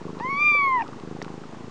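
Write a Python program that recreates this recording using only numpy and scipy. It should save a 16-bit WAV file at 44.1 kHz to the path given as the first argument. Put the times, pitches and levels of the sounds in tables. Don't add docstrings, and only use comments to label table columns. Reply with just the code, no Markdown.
import sys
import numpy as np
from scipy import signal
from scipy.fft import rfft, irfft
from scipy.io import wavfile

SR = 44100
rng = np.random.default_rng(int(sys.argv[2]) if len(sys.argv) > 2 else 0)


def store_wav(level_fs):
    pcm = np.round(np.clip(np.atleast_2d(level_fs), -1, 1) * 32767)
    wavfile.write(sys.argv[1], SR, pcm.T.astype(np.int16))


def magnitude_from_level(level_db):
    exponent = np.asarray(level_db, float) / 20
    return 10 ** exponent


N = 74970


def column(rows, k):
    rows = np.array(rows, float)
    return np.interp(np.arange(N) / SR, rows[:, 0], rows[:, k])


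def rms_one(x):
    return x / np.sqrt(np.mean(x ** 2) + 1e-20)


def drift(hz):
    r = np.exp(-2 * np.pi * hz / SR)
    settle = 4000
    noise = rng.standard_normal(N + settle)
    return rms_one(signal.lfilter([1], [1, -2 * r, r * r], noise)[settle:])


def ring(x, hz, width_hz):
    r = np.exp(-np.pi * width_hz / SR)
    w = 2 * np.pi * hz / SR
    return signal.lfilter([0, np.sin(w)], [1, -2 * r * np.cos(w), r * r], x + 1e-18)


def hiss():
    # (frequency [Hz], relative level per Hz [dB])
    room_colour = [(22, -22), (40, -4.5), (56, -1), (80, -24.5), (128, -6.5), (250, -9.5), (421, -7.5),
                   (656, -11.5), (1090, -13.5), (1960, -21), (4000, -26.5), (7070, -31), (8920, -43.5),
                   (10500, -63), (13600, -97.5)]
    rms_db = -46
    hz, db = np.transpose(room_colour)
    bins_hz = np.arange(N // 2 + 1) * SR / N
    shape = magnitude_from_level(np.interp(np.log(bins_hz + 1), np.log(hz), db))
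    spectrum = rfft(rng.standard_normal(N)) * shape
    return magnitude_from_level(rms_db) * rms_one(irfft(spectrum, N))


def rustle():
    # (time [s], level [dB])
    strength = [(0, -44.5), (.3, -44.5), (.55, -46.5), (.85, -43), (1.0, -46.5), (1.2, -44), (1.45, -50),
                (1.7, -46)]
    # (ring frequency [Hz], relative level [dB])
    grain_rings = [(220, 0.5), (280, -1), (350, -7), (430, 0), (510, -0.5), (820, 0.5), (950, 3),
                   (1080, 3.5), (1220, -1), (1380, -5), (1600, -10.5), (1900, -12)]
    grains_per_s, cycles = 400, 9.3
    sizes = magnitude_from_level(2.63 * np.minimum(rng.exponential(1, N), 4)) * rng.choice([-1, 1], N)
    born = rng.random(N) < grains_per_s / SR
    dealt = rng.integers(0, 12, N)
    grains = np.zeros(N)
    for k, (hz, db) in enumerate(grain_rings):
        width_hz = hz / cycles * 2
        clicks = sizes * born * (dealt == k)
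        grains += ring(ring(clicks, hz, width_hz), hz, width_hz) * hz * magnitude_from_level(db)
    return magnitude_from_level(column(strength, 1)) * rms_one(grains)


def purr():
    # (first thud [s],
    # thuds [count], period [s], period growth per thud [s], second thud after the first [s])
    runs = [(.014, 11, .038, .00026, .0118), (.4396, 15, .0376, -.00007, .0086), (1.007, 1, .038, 0, .0122),
            (1.0348, 13, .038, 0, .0122), (1.5238, 5, .0365, 0, .0086)]
    outward_runs = (True, False, True, True, False)
    # (time [s], level [dB], second thud relative to the first [dB])
    strength = [(0, -30, -21), (.06, -25, -4.5), (.13, -29, -5.5), (.25, -27.5, -14.5), (.33, -30, -10),
                (.37, -39, -1), (.44, -35, -6.5), (.6, -35.5, -3.5), (.68, -38, -1), (.8, -36, -5.5),
                (.86, -37, 0), (.89, -35.5, -11), (.96, -33, -7.5), (1.01, -37.5, -2), (1.03, -29, -9),
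                (1.12, -28.5, -0.5), (1.2, -29, -9.5), (1.34, -28.5, -14), (1.42, -33, -21),
                (1.5, -35, -16), (1.53, -43, 9.5), (1.57, -39, 5.5), (1.65, -43, 10), (1.7, -32, -5)]
    # (low edge [Hz], high edge [Hz], chest ring [Hz])
    out_thud, in_thud = (130, 460, 170), (125, 390, 135)
    jitter_s, spread_db = .0002, .6
    chest_width_hz, chest_db = 52, -5.5
    nose_hz, nose_width_hz, nose_db = 420, 300, -21

    out = np.zeros(N)
    level = magnitude_from_level(column(strength, 1))
    second_db = column(strength, 2)
    unit = np.eye(1, 2000)[0]
    for (start, count, period, growth, gap), outward in zip(runs, outward_runs):
        sign = 1 if outward else -1
        low_hz, high_hz, chest_hz = out_thud if outward else in_thud
        k = np.arange(count)
        luck = rng.standard_normal((count, 4))
        times = start + period * k + growth * k * k / 2

        clicks = np.zeros(N + SR)
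        first = ((times + jitter_s * luck[:, 0]) * SR).astype(int)
        clicks[first] = magnitude_from_level(spread_db * luck[:, 1])
        second = ((times + gap + jitter_s * luck[:, 2]) * SR).astype(int)
        clicks[second] = magnitude_from_level(second_db[np.minimum(second, N - 1)] + 2 * spread_db * luck[:, 3])
        push = sign * clicks[:N] * level + 1e-18

        low_pass = signal.butter(8, high_hz, fs=SR, output="sos")
        high_pass = signal.butter(2, low_hz, "high", fs=SR, output="sos")
        throat = np.vstack([low_pass, high_pass])
        out += signal.sosfilt(throat, push) / signal.sosfilt(throat, unit).max()
        out += magnitude_from_level(chest_db) * ring(push, chest_hz, chest_width_hz)
        out += magnitude_from_level(nose_db) * ring(signal.sosfilt(low_pass, push), nose_hz, nose_width_hz)
    return out


def smacks():
    # (time [s], peak level [dB], cavity ring [Hz], puff's 60 dB decay [s])
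    mouth_ticks = [(0.149, -34.5, 1240, .02), (0.2, -32, 1200, 0.0031), (0.192, -35.5, 4000, .004),
                   (0.2, -25, 1080, 0.029), (0.55, -32, 810, 0.011), (0.677, -28, 647, 0.026),
                   (.885, -32.5, 870, 0.035), (0.931, -34, 1188, 0.027), (1.021, -42, 740.7, 0.0089),
                   (1.2169, -22, 1020, 0.016), (1.2174, -25.5, 1860, 0.015), (1.217, -35, 3670, 0.016),
                   (1.2246, -29.5, 5550, 0.016), (1.2244, -36, 5000, 0.007), (.1985, -33, 2320, 0.011),
                   (1.2185, -32, 2200, 0.0068), (0.547, -47, 1330, 0.016), (.548, -27.5, 510, 0.055),
                   (1.2238, -31, 4440, 0.012), (1.2472, -30.5, 1400, 0.0074), (.81, -38, 2340, .03),
                   (0.79, -43, 2500, 0.06), (0.795, -42.5, 3300, 0.022), (0.841, -28, 798, .015),
                   (0.859, -37, 1270, 0.071), (1.642, -34, 410, 0.022), (1.2465, -27, 2850, 0.0027),
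                   (1, -32, 3400, 0.0022), (1.2174, -49, 4400, .004), (0.88, -34, 4100, .004),
                   (1.281, -30, 1300, .012), (1.286, -35, 1000, 0.011), (1.295, -36, 2200, 0.004),
                   (1.436, -37, 1280, 0.044), (1.528, -30, 555.6, 0.017), (1.547, -28.5, 740.7, 0.0054)]
    out = np.zeros(N + SR)
    t = np.arange(2000) / SR
    puffs = rng.standard_normal((len(mouth_ticks), len(t)))
    for (s, db, hz, t60), noise in zip(mouth_ticks, puffs):
        push = 0.1 * noise * magnitude_from_level(-60 * t / t60) - (t == 0)
        soft = signal.lfilter([.5, .5], [1, -.4], push)
        pop = ring(soft, hz, 2.24 / t60 * 2.6)
        start = int(s * SR)
        out[start:start + len(t)] += magnitude_from_level(db) * pop / np.abs(pop).max()
    return out[:N]


def mew():
    # (time [s], level of the 1st, 2nd, 3rd, 4th, 5th [dB])
    partials = [(0.2, -38, -62.5, -73, -73, -91), (0.206, -31, -43.5, -54, -68, -67),
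                (0.218, -33.5, -42.5, -58, -65.4, -62), (0.232, -33, -41.5, -65, -71, -63.6),
                (0.246, -28.5, -40, -65, -82, -63), (0.26, -28, -34, -54, -64.8, -70),
                (0.285, -31.5, -34.5, -58, -62.2, -72), (0.305, -28.5, -31, -69, -60, -60),
                (0.33, -28, -29.5, -64, -56.5, -58), (0.355, -29.5, -32.5, -52.5, -55, -67.5),
                (0.38, -28, -27.5, -52, -50, -67), (0.405, -29.5, -24, -49, -51, -56),
                (0.425, -27.5, -18.5, -46.5, -48.5, -60), (0.44, -30.5, -20.5, -50, -49.5, -53.5),
                (0.47, -27.5, -16.5, -44.5, -49.0, -60), (0.51, -29, -17.5, -45.8, -50, -57),
                (0.53, -27.5, -22, -47, -47.5, -62.5), (0.545, -27, -18.5, -46.5, -49, -60),
                (0.57, -27.0, -20.5, -45.5, -50, -64), (0.6, -25, -22, -51.5, -54, -89),
                (0.64, -22, -25.5, -49, -53, -73.5), (0.68, -22, -26, -57, -61.5, -76),
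                (0.7, -23.5, -32, -55, -59.5, -77), (0.73, -20.5, -30.1, -54.9, -69, -91.9),
                (0.765, -20.8, -31, -56, -65.5, -80.5), (0.79, -24, -35, -55, -72, -92.9),
                (0.805, -26.5, -33, -49.5, -74, -96), (0.815, -24, -40, -60, -77.4, -93),
                (0.823, -33, -44, -44, -76, -90.9), (0.83, -29.5, -57, -47, -73.2, -89.7)]
    # (time [s], level [dB])
    sixth = [(.2, -68), (.25, -64), (.3, -79), (.4, -68), (.46, -72), (.52, -78), (.6, -80), (.66, -67.5),
             (.72, -75.5)]
    # (time [s], frequency [Hz])
    pitch = [(.2, 850), (.208, 885), (.218, 924), (.246, 1016), (.26, 1028), (.285, 1066), (.305, 1111),
             (.33, 1111), (.355, 1120), (.405, 1180), (.425, 1191), (.47, 1195), (.51, 1189), (.53, 1167),
             (.545, 1171), (.57, 1163), (.6, 1139), (.68, 1080), (.7, 1057), (.73, 1039), (.765, 1000),
             (.805, 911), (.812, 940), (.817, 920), (.821, 835), (.833, 780)]
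    # (time [s], pitch jitter [share of the pitch], shimmer per partial number [dB])
    hoarseness = [(.2, .015, .8), (.215, .002, .2), (.23, .0008, .15), (.5, .0006, .1), (.56, .001, .2),
                  (.785, .0008, .15), (.8, .025, 1.2), (.83, .04, 1.6)]
    attack_s, release_s = 0.001, .003
    t = np.arange(N) / SR
    pitch_hz = column(pitch, 1) * (1 + column(hoarseness, 1) * drift(250))
    phase = 2 * np.pi * np.cumsum(pitch_hz) / SR
    opening = np.clip((t - partials[0][0]) / attack_s, 0, 1)
    closing = np.clip(1 - (t - partials[-1][0]) / release_s, 0, 1)
    shimmer = column(hoarseness, 2) * drift(140)
    levels = [column(partials, k) for k in range(1, 6)] + [column(sixth, 1)]
    voice = np.zeros(N)
    for k, db in enumerate(levels, 1):
        voice += magnitude_from_level(db + k * shimmer) * np.cos(k * phase)
    return opening * closing * np.sqrt(2) * voice


def scene():
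    return (hiss() + rustle() + purr() + smacks() + mew())[None]


def band_limit(x):
    return signal.sosfilt(signal.butter(12, 10700, fs=SR, output="sos"), x)


def record(dry):
    converter_hz, mirror_db = 16000, -4.5
    cutoff_hz, bass_cut_hz = 10700, 84
    offset = -.0065
    flipped = dry * np.cos(2 * np.pi * converter_hz * np.arange(N) / SR)
    above_half = signal.butter(8, converter_hz / 2, "high", fs=SR, output="sos")
    mirror = signal.sosfilt(above_half, flipped)
    top_cut = signal.cheby2(10, 50, cutoff_hz, fs=SR, output="sos")
    bass_cut = signal.butter(2, bass_cut_hz, "high", fs=SR, output="sos")
    edges = np.vstack([top_cut, bass_cut])
    mix = signal.sosfilt(edges, dry + magnitude_from_level(mirror_db) * mirror) + offset
    return band_limit(mix)


dry = scene()
out = record(dry)
store_wav(out)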